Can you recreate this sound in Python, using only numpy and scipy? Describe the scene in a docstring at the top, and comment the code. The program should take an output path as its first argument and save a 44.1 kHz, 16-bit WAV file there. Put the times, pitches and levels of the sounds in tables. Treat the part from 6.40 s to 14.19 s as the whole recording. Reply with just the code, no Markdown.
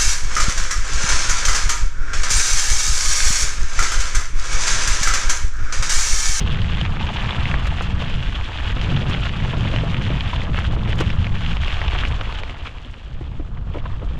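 """Mountain bike on loose gravel

Heard from a microphone on the bike. Grit crunches under the knobbly tyre as bursts of filtered noise and clicks,
mostly swelling and then dipping where the tyre digs in and rebounds. Pinched stones snap as short decaying sines
with noise, bumps ring the frame as damped modes, metal parts tick, and the tyre rumbles. Wind is lumpy low-pitched
noise. After six seconds the crunch fades, leaving wind and a few rattles."""
import sys
import numpy as np
from scipy import signal
from scipy.fft import rfft, irfft, next_fast_len
from scipy.io import wavfile
from scipy.ndimage import uniform_filter1d, map_coordinates

SR = 44100
rng = np.random.default_rng(int(sys.argv[2]) if len(sys.argv) > 2 else 0)


def store_wav(level_fs):
    """Save 16-bit WAV to argv[1]."""
    pcm = np.round(np.clip(np.atleast_2d(level_fs), -1, 1) * 32767)
    wavfile.write(sys.argv[1], SR, pcm.T.astype(np.int16))


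N = 343539


def amp(db):
    """Decibels to gain."""
    return 10 ** (np.asarray(db) / 20)


def unit(x):
    """Scale to rms 1."""
    return x / np.sqrt(np.mean(x ** 2) + 1e-20)


def peaked(x):
    """Scale to peak 1."""
    return x / (np.abs(x).max() + 1e-20)


def curves(rows):
    """One value per sample for each column after the time."""
    s, *cols = np.transpose(rows)
    t = np.arange(N) / SR
    return [np.interp(t, s, c) for c in cols]


def wobble(knots_per_s):
    """Smooth random curve of rms 1."""
    at = np.arange(N) * knots_per_s / SR
    return unit(map_coordinates(rng.standard_normal(N // 16), [at], mode="wrap"))


def coloured(x, spectrum):
    """Minimum-phase filter with the gain of the (Hz, dB) points, built from the folded cepstrum."""
    size = 2 * next_fast_len(len(x) // 2 + 4096)
    hz, db = np.transpose(spectrum)
    bin_hz = np.fft.rfftfreq(size, 1 / SR)
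    gain = amp(np.interp(np.log(bin_hz + 1), np.log(hz), db))
    cepstrum = irfft(np.log(np.maximum(gain, 1e-6)))
    cepstrum[1:size // 2] *= 2
    cepstrum[size // 2 + 1:] = 0
    response = np.exp(rfft(cepstrum))
    return irfft(rfft(x, size) * response, size)[:len(x)]


def add(track, s, sound):
    """Mix a sound into the track at time s."""
    part = track[max(round(s * SR), 0):][:len(sound)]
    part += sound[:len(part)]


# Tyre on the ground between bites. Each row: time in seconds, crunch level in dB.
CRUNCH_CURVE = [(0, -32.5), (0.55, -36), (0.75, -29), (1.08, -31), (1.22, -33.5), (2.1, -34), (3.3, -33),
                (4.05, -34.5), (4.4, -39), (4.95, -35), (5.3, -33), (5.65, -32.5), (6.1, -41), (6.6, -47.5),
                (7.2, -55.5), (7.35, -46), (7.75, -47.5)]
# Tyre digging in, then rebounding. Each row: time of the bite's centre in seconds, length in seconds,
# crunch added by the bite in dB, crunch taken off by the rebound in dB.
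TYRE_BITES = [(0.425, 0.073, 2, -1), (1.094, 0.065, -1, 3.5), (1.446, 0.09, 1, 3), (1.612, 0.021, 6, -2),
              (1.968, 0.034, 1.5, 3.5), (2.286, 0.069, 2.5, 1), (2.73, 0.058, 2.5, 2.5),
              (2.879, 0.035, 3.5, 6), (4.042, 0.081, 0.5, 13), (4.148, 0.083, 11.5, 3),
              (4.252, 0.053, 9, 8.5), (4.321, 0.047, 8.5, 7.5), (4.506, 0.05, 6, 6), (4.594, 0.073, 10, 1),
              (4.7, 0.062, 2, 2), (4.85, 0.047, 1, 5.5), (5.164, 0.028, 2, 6), (5.297, 0.038, 3.5, -1.5),
              (5.814, 0.015, 7.5, 4), (5.99, 0.036, 7.5, 0.5), (6.266, 0.037, 9, 0.5),
              (7.381, 0.038, 4.5, 6)]


def tyre_load():
    """Crunch level in dB on uneven ground: most bites swell, then dip one length later as the tyre unloads.

    A negative bite thins the crunch, and a negative dip adds a second swell."""
    load_db, = curves(CRUNCH_CURVE)
    t = np.arange(N) / SR
    for s, length_s, bite_db, rebound_db in TYRE_BITES:
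        u = (t - s) / length_s
        near = np.abs(u) < 3
        bite = bite_db * np.exp(-4 * u[near] ** 2)
        rebound = rebound_db * np.exp(-4 * (u[near] - 1) ** 2)
        load_db[near] += bite - rebound
    return load_db + 1.16 * wobble(17)


# level at which half the crunch is blurred into hiss, and the width of the change
BLUR_DB, BLUR_WIDTH_DB = -56, 2.5


def crispness(crunch_db):
    """Share of the crunch power heard as single grains, 0-1."""
    return .5 + .5 * np.tanh((crunch_db - BLUR_DB) / BLUR_WIDTH_DB / 2)


def blurred(contacts, crunch_db):
    """Faint crunching loses its single grains to steady noise."""
    crisp = crispness(crunch_db)
    return np.sqrt(crisp) * contacts + np.sqrt(1 - crisp) * rng.standard_normal(N)


def grains(rate_per_s, spread_db, clump_db, clump_knots_per_s, t60_s, bed):
    """Clumped contacts of unequal size, each a brief noise burst over a bed of fainter ones."""
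    size = amp(spread_db * np.minimum(rng.standard_normal(N), 2.5))
    hits = (rng.random(N) < rate_per_s / SR) * size ** 2
    energy = signal.lfilter([1], [1, -amp(-120 / (t60_s * SR))], hits)
    energy = (energy / energy.mean() + bed) * amp(2 * clump_db * wobble(clump_knots_per_s))
    # the load on the tyre is shared out among the contacts of the moment
    energy /= np.abs(uniform_filter1d(energy, size=SR // 8)) + 1e-9
    return np.sqrt(energy) * rng.standard_normal(N)


def pebbles(rate_per_s, pitch_hz, scatter, cycles, spread_db):
    """Small stones click against each other; each rings for a few cycles at its own pitch."""
    count = int(rate_per_s * N / SR)
    when, pitch, size = rng.standard_normal((count, 3)).T[:, :, None]
    slot = np.arange(count)[:, None] + 3 * when
    start = (slot * N / count).astype(int) % N
    n = np.arange(SR // 200)
    turns = pitch_hz * np.exp(scatter * pitch) * n / SR
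    level_db = spread_db * np.minimum(size, 2) - 60 * turns / cycles
    clicks = amp(level_db) * np.sin(2 * np.pi * turns)
    return np.bincount((start + n).ravel(), clicks.ravel(), N)[:N]


# Coarse stones shifting under the tread. Each row: time in seconds, level in dB before the gravel trim.
COARSE_CURVE = [(0, -32.5), (0.3, -37), (0.85, -28), (1.9, -36.5), (2.5, -32.5), (2.9, -34), (3.4, -32.5),
                (4.35, -35), (5.0, -36.5), (5.55, -30), (6.6, -46.5), (7.22, -45), (7.5, -40.5),
                (7.75, -42)]
# Spectra of fine grit, coarse rubble and sand. Each row: frequency in Hz, relative density in dB per Hz.
GRIT_SPECTRUM = [(300, -16.5), (700, -16), (1100, 0), (1600, 0.5), (2100, -7), (2850, -0.5), (3400, -1.5),
                 (4000, -11), (4800, -18.5), (7000, -28), (8500, -41), (11500, -45), (15000, -68)]
RUBBLE_SPECTRUM = [(150, -27.5), (300, -1), (450, -6), (570, -9), (700, 3), (780, -0.5), (856, 4), (930, 3),
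                   (1030, 3.5), (1200, 4), (1700, -1), (3000, -35.5), (9000, -110)]
SAND_SPECTRUM = [(1500, -19), (4000, 7), (5500, 0), (7300, -2), (8500, -11), (11000, -19.5), (13000, -29.5),
                 (15000, -59)]


def gravel(crunch_db):
    """The tread grinds fine grit, clicks clumps of pebbles, sprays sand and shoves coarser stones together."""
    coarse_db, = curves(COARSE_CURVE)
    fine = grains(rate_per_s=1300, spread_db=2.5, clump_db=3.0, clump_knots_per_s=65, t60_s=0.0018, bed=1.0)
    fine = blurred(fine, crunch_db)
    heavy = grains(rate_per_s=650, spread_db=4.5, clump_db=2.5, clump_knots_per_s=50, t60_s=0.017, bed=0.37)
    dust = grains(rate_per_s=1400, spread_db=7.5, clump_db=2.0, clump_knots_per_s=59, t60_s=0.0021, bed=1.0)
    dust = blurred(dust, crunch_db)
    clicks = pebbles(rate_per_s=800, pitch_hz=2500, scatter=.4, cycles=6.5, spread_db=6.5)
    clicks = blurred(unit(clicks * amp(1.4 * wobble(70))), crunch_db)
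    grit = amp(crunch_db - 3) * unit(coloured(fine, GRIT_SPECTRUM))
    clicking = amp(crunch_db - 2.5) * unit(coloured(clicks, GRIT_SPECTRUM))
    # every sharp contact also has a dull side
    contacts = heavy + 0.45 * (fine + clicks)
    rubble = amp(coarse_db - 2.0) * unit(coloured(contacts, RUBBLE_SPECTRUM))
    # sand keeps trickling, so it swells less than the crunch
    sand = amp(0.75 * crunch_db - 26.0) * unit(coloured(dust, SAND_SPECTRUM))
    return grit + clicking + rubble + sand


# STRAY_DB is relative to the crunch
STRAYS_PER_S, STRAY_DB, STRAY_SPREAD_DB, STRAY_HZ = 45, 12, 1.8, 2590


def strays(crunch_db):
    """Rows (s, peak dB, pitch Hz) of lesser stones, which snap harder the more the tyre crunches."""
    when, size, pitch = rng.random((int(STRAYS_PER_S * N / SR), 3)).T
    at = (when * (N - 1)).astype(int)
    size_db = STRAY_DB + STRAY_SPREAD_DB * np.minimum(-np.log(1 - size) - 1, 2)
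    peak_db = crunch_db[at] + size_db + 10 * np.log10(crispness(crunch_db[at]))
    return list(zip(at / SR, peak_db, STRAY_HZ * 2 ** (pitch - .5)))


# Biggest pinched stones. Each row: time in seconds (the snap starts 0.98 ms later), peak in dB, pitch in Hz.
BIG_STONES = [(0.217, -17, 2900), (0.4119, -9, 2890), (0.4514, -12, 2380), (0.4608, -14.5, 2400),
              (0.5689, -16.5, 1530), (0.601, -14.5, 2720), (0.7705, -12.5, 2540), (0.892, -12.5, 2000),
              (0.907, -13, 3100), (1.0544, -10.5, 2010), (1.113, -12, 2530), (1.14, -10, 1600),
              (1.408, -11.5, 1360), (1.74, -17.5, 2980), (1.955, -16.5, 2920), (2.257, -19, 2560),
              (2.413, -14, 3050), (2.619, -17.5, 2460), (2.836, -14.5, 2730), (2.8937, -17.5, 1930),
              (3.2068, -20, 2970), (3.2717, -19, 1960), (3.3607, -11, 2800), (3.385, -13.5, 2750),
              (3.544, -13.5, 2500), (3.5663, -15, 1870), (3.8067, -10.5, 2900), (3.9608, -15, 3070),
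              (4.1445, -14, 1390), (4.1622, -20, 1490), (4.179, -19, 1660), (4.1874, -8.5, 1780),
              (4.2105, -20, 1700), (4.529, -11.5, 1680), (4.605, -19, 2700), (4.702, -13, 2670),
              (4.8434, -14.5, 2740), (4.867, -15, 2300), (4.954, -19.5, 2300), (5.062, -14.5, 2760),
              (5.168, -13.5, 2400), (5.234, -17, 2400), (5.28, -13, 2820), (5.3045, -15, 2500),
              (5.415, -11, 1880), (5.4804, -13, 2800), (5.55, -12, 1610), (5.587, -11, 2930),
              (5.635, -11, 1570), (5.651, -13, 2060), (5.8113, -13.5, 1530), (5.924, -19, 2520),
              (6.0337, -15, 2260), (6.096, -20, 2600), (6.271, -18, 2400), (6.383, -24.5, 2700),
              (6.54, -25, 2570)]
# Snap spectrum, shifted down for low stones. Each row: frequency in Hz, relative gain in dB.
SNAP_SPECTRUM = [(100, -53.5), (500, 3.5), (1500, 0), (3300, 2.5), (4200, -6.5), (7000, -25.5), (8500, -41),
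                 (12000, -60), (16000, -64)]
SNAP_T60_S, SCRAPE_T60_S, REBOUND_SHARE, SCRAPE_SHARE = .004, .04, .3, .13


def stones(crunch_db):
    """A pinched stone cracks, rings for a few cycles, rebounds faintly and scrapes its neighbours."""
    track, t = np.zeros(N), np.arange(SR // 25) / SR
    for s, db, hz in BIG_STONES + strays(crunch_db):
        crack, scrape = rng.standard_normal((2, len(t)))
        snap = (np.sin(2 * np.pi * hz * t) + 1.2 * crack) * amp(-60 * t / SNAP_T60_S)
        add(snap, rng.uniform(.0008, .004), REBOUND_SHARE * snap)
        snap += SCRAPE_SHARE * scrape * amp(-60 * t / SCRAPE_T60_S)
        # bigger, lower stones also crack more dully
        shift = min(1, np.sqrt(hz / STRAY_HZ))
        colour = [(f * shift, d) for f, d in SNAP_SPECTRUM]
        add(track, s + 0.00098, amp(db) * peaked(coloured(snap, colour)))
    return track


# Bumps that knock the frame. 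Each row: start in seconds, peak in dB, strongest ring in Hz.
FRAME_KNOCKS = [(0.637, -23.5, 1010), (0.812, -23, 845), (1.139, -24, 704), (1.408, -27, 867),
                (1.618, -20.5, 738), (2.517, -21, 400), (3.133, -18.5, 580), (3.249, -21, 560),
                (3.335, -18.5, 600), (3.432, -16.5, 580), (3.7, -18, 540), (3.931, -15.5, 860),
                (4.033, -26, 603), (4.177, -23, 1000), (4.37, -23, 450), (4.6035, -13.5, 400),
                (4.618, -22, 450), (5.892, -23.5, 1130), (6.807, -24.5, 325), (6.995, -21.5, 345),
                (7.168, -33, 1200), (7.343, -24, 493), (7.355, -20.5, 438), (7.368, -22, 438),
                (7.455, -22, 880), (7.625, -23, 480)]
# Modes of frame and fork before scatter. Each row: frequency in Hz, level in dB, t60 in seconds.
FRAME_MODES = [(271, 7.5, 0.074), (327, 7, 0.05), (465, 7, 0.027), (580, -2, 0.078), (671, -8, 0.19),
               (840, -4, 0.029), (987, 8.5, 0.028), (1270, -6, 0.096), (1680, 1, 0.037), (2050, 0, 0.056)]
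# Shudder of loose parts before the tilt around the knock's pitch. Each row: frequency in Hz, gain in dB.
SHUDDER_SPECTRUM = [(150, -20.5), (300, -2), (1000, -3.5), (2200, -8.5), (3400, -6), (4500, -26),
                    (9000, -41)]
# modes and shudder fall off to either side of the knock's pitch
RING_DB_PER_OCTAVE, SHUDDER_DB_PER_OCTAVE = 14.5, 8
SHUDDER_SHARE, SHUDDER_RISE_S, KNOCK_RISE_S = 0.55, 0.005, 0.0019


def knocks():
    """A bump rings the frame, most strongly around one pitch, and sets off a short shudder of loose parts."""
    track, t = np.zeros(N), np.arange(SR // 6) / SR
    hz, level_db, t60_s = np.transpose(FRAME_MODES)[:, :, None]
    for s, db, centre_hz in FRAME_KNOCKS:
        scatter, detune, phase = rng.standard_normal((3, len(hz), 1))
        strength_db = level_db + 2 * scatter - RING_DB_PER_OCTAVE * np.abs(np.log2(hz / centre_hz))
        turns = hz * (1 + 0.018 * detune) * t + phase
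        ring = (amp(strength_db - 60 * t / t60_s) * np.sin(2 * np.pi * turns)).sum(0)
        colour = [(f, d - SHUDDER_DB_PER_OCTAVE * abs(np.log2(f / centre_hz))) for f, d in SHUDDER_SPECTRUM]
        swell = t * np.exp(-.5 * (t / SHUDDER_RISE_S) ** 2)
        shudder = coloured(rng.standard_normal(len(t)) * swell, colour)
        blow = peaked(ring) + SHUDDER_SHARE * peaked(shudder)
        blow *= 1 - np.exp(-t / KNOCK_RISE_S)
        add(track, s, amp(db) * peaked(blow))
    return track


# Small metal parts. Each row: start in seconds, peak in dB.
METAL_TICKS = [(1.267, -23), (1.419, -26), (2.694, -25), (4.187, -28), (4.492, -30), (4.553, -30),
               (4.582, -27), (4.602, -20), (5.68, -29)]
# Tick spectrum. Each row: frequency in Hz, relative gain in dB.
METAL_SPECTRUM = [(300, 17.5), (2000, 5.5), (7000, 0.5), (9000, -11), (12000, -16.5), (15000, -32)]
TICK_RISE_S, TICK_T60_S = .004, 0.04


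def ticks():
    """Scraping contacts of metal: filtered noise bursts with a soft onset and fast decay."""
    track, t = np.zeros(N), np.arange(SR // 20) / SR
    for s, db in METAL_TICKS:
        envelope = (1 - np.exp(-t / TICK_RISE_S)) * amp(-60 * t / TICK_T60_S)
        burst = rng.standard_normal(len(t)) * envelope
        add(track, s, amp(db) * peaked(coloured(burst, METAL_SPECTRUM)))
    return track


# Tyre drumming on rougher ground. Each row: time in seconds, rumble level in dB.
DRUMMING_CURVE = [(0, -53), (2.2, -44.5), (2.42, -38.5), (2.7, -34), (2.88, -50), (3.1, -36.5),
                  (3.75, -46.5), (4.05, -40), (4.45, -35), (4.85, -56.5), (5.7, -41), (6.5, -50),
                  (7.2, -50), (7.75, -43)]
# Rumble spectrum. Each row: frequency in Hz, relative density in dB per Hz.
ROLL_SPECTRUM = [(100, -20), (240, 3), (330, -2.5), (400, -4.5), (500, -2.5), (620, -5), (1000, -25.5),
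                 (3000, -36), (10000, -110)]


def rolling():
    """The tyre thuds over embedded stones; the thuds run together into a lumpy rumble."""
    rumble_db, = curves(DRUMMING_CURVE)
    thuds = grains(rate_per_s=110, spread_db=3, clump_db=2, clump_knots_per_s=22, t60_s=.025, bed=.2)
    return amp(rumble_db) * unit(coloured(thuds, ROLL_SPECTRUM))


def eddies(spectrum, lump_db, lump_knots_per_s):
    """Turbulent pressure of even mean strength, arriving in quick lumps."""
    air = coloured(rng.standard_normal(N), spectrum) * amp(lump_db * wobble(lump_knots_per_s))
    power = np.abs(uniform_filter1d(air ** 2, size=SR // 5))
    return air / np.sqrt(power + 1e-12)


# Large eddies hitting the microphone. Each row: time in seconds, buffet level in dB before trim.
GUST_CURVE = [(0, -21), (0.38, -23), (0.8, -27), (1.25, -20.5), (1.38, -25.5), (1.85, -22), (2.15, -29.5),
              (2.32, -21.5), (2.5, -25.5), (3.6, -26), (4.35, -22.5), (5.7, -22), (6.3, -35), (6.6, -37.5),
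              (6.72, -30), (7.75, -25)]
# Air streaming past the microphone. Each row: time in seconds, flutter level in dB before scaling.
AIRFLOW_CURVE = [(0, -22.5), (0.8, -27), (1.2, -25.5), (1.33, -31), (1.55, -24.5), (1.85, -29),
                 (2.12, -39.5), (2.55, -20.5), (2.9, -27), (3.1, -23), (3.43, -22.5), (3.58, -23.5),
                 (3.72, -21), (3.85, -28), (4.6, -23.5), (5.14, -27), (5.3, -34), (5.65, -30.5),
                 (6.3, -42.5), (6.6, -43), (6.78, -34), (7.75, -33)]
# Wind spectra. Each row: frequency in Hz, relative density in dB per Hz.
BUFFET_SPECTRUM = [(8, -3.5), (20, 3), (30, -3.5), (55, -1.5), (85, -7.5), (130, -23.5), (250, -50.5),
                   (900, -120)]
THUMP_SPECTRUM = [(25, -21), (50, -4), (70, -3), (95, -3), (135, -12.5), (250, -40.5), (900, -120)]
FLUTTER_SPECTRUM = [(50, -25.5), (85, -3.5), (120, -1), (155, -8.5), (200, -16), (280, -23), (450, -42.5),
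                    (8000, -120)]
RUSH_SPECTRUM = [(90, -16.5), (165, 2), (215, -5), (290, -18), (480, -19.5), (1400, -42.5), (4000, -67),
                 (10000, -120)]


def wind():
    """Large eddies buffet the microphone; faster air adds thumps, a higher flutter and a rush."""
    buffet_db, = curves(GUST_CURVE)
    flutter_db, = curves(AIRFLOW_CURVE)
    buffet = amp(buffet_db + 2.5) * eddies(BUFFET_SPECTRUM, lump_db=1.5, lump_knots_per_s=18)
    # middle-sized eddies follow both the gusts and the airflow
    thump_db = (buffet_db + flutter_db) / 2 - 4.0
    thump = amp(thump_db) * eddies(THUMP_SPECTRUM, lump_db=3.5, lump_knots_per_s=28)
    flutter = amp(1.08 * flutter_db + 0.8) * eddies(FLUTTER_SPECTRUM, lump_db=2.5, lump_knots_per_s=35)
    # small eddies grow faster with the flow than large ones
    rush = amp(1.293 * flutter_db + 1.08) * eddies(RUSH_SPECTRUM, lump_db=0.5, lump_knots_per_s=41)
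    return buffet + thump + flutter + rush


def scene():
    """Sum of all sources, close to the microphone in open air, without reverberation."""
    crunch_db = tyre_load()
    tyre = rolling() + gravel(crunch_db) + stones(crunch_db)
    return (wind() + tyre + knocks() + ticks())[None]


TOP_HZ = 15100


def record(dry):
    """Band limit of the microphone chain: nothing passes from TOP_HZ up."""
    size = next_fast_len(N + SR // 2)
    passband = np.fft.rfftfreq(size, 1 / SR) < TOP_HZ
    return irfft(rfft(dry, size) * passband, size)[:, :N]


dry = scene()
out = record(dry)
store_wav(out)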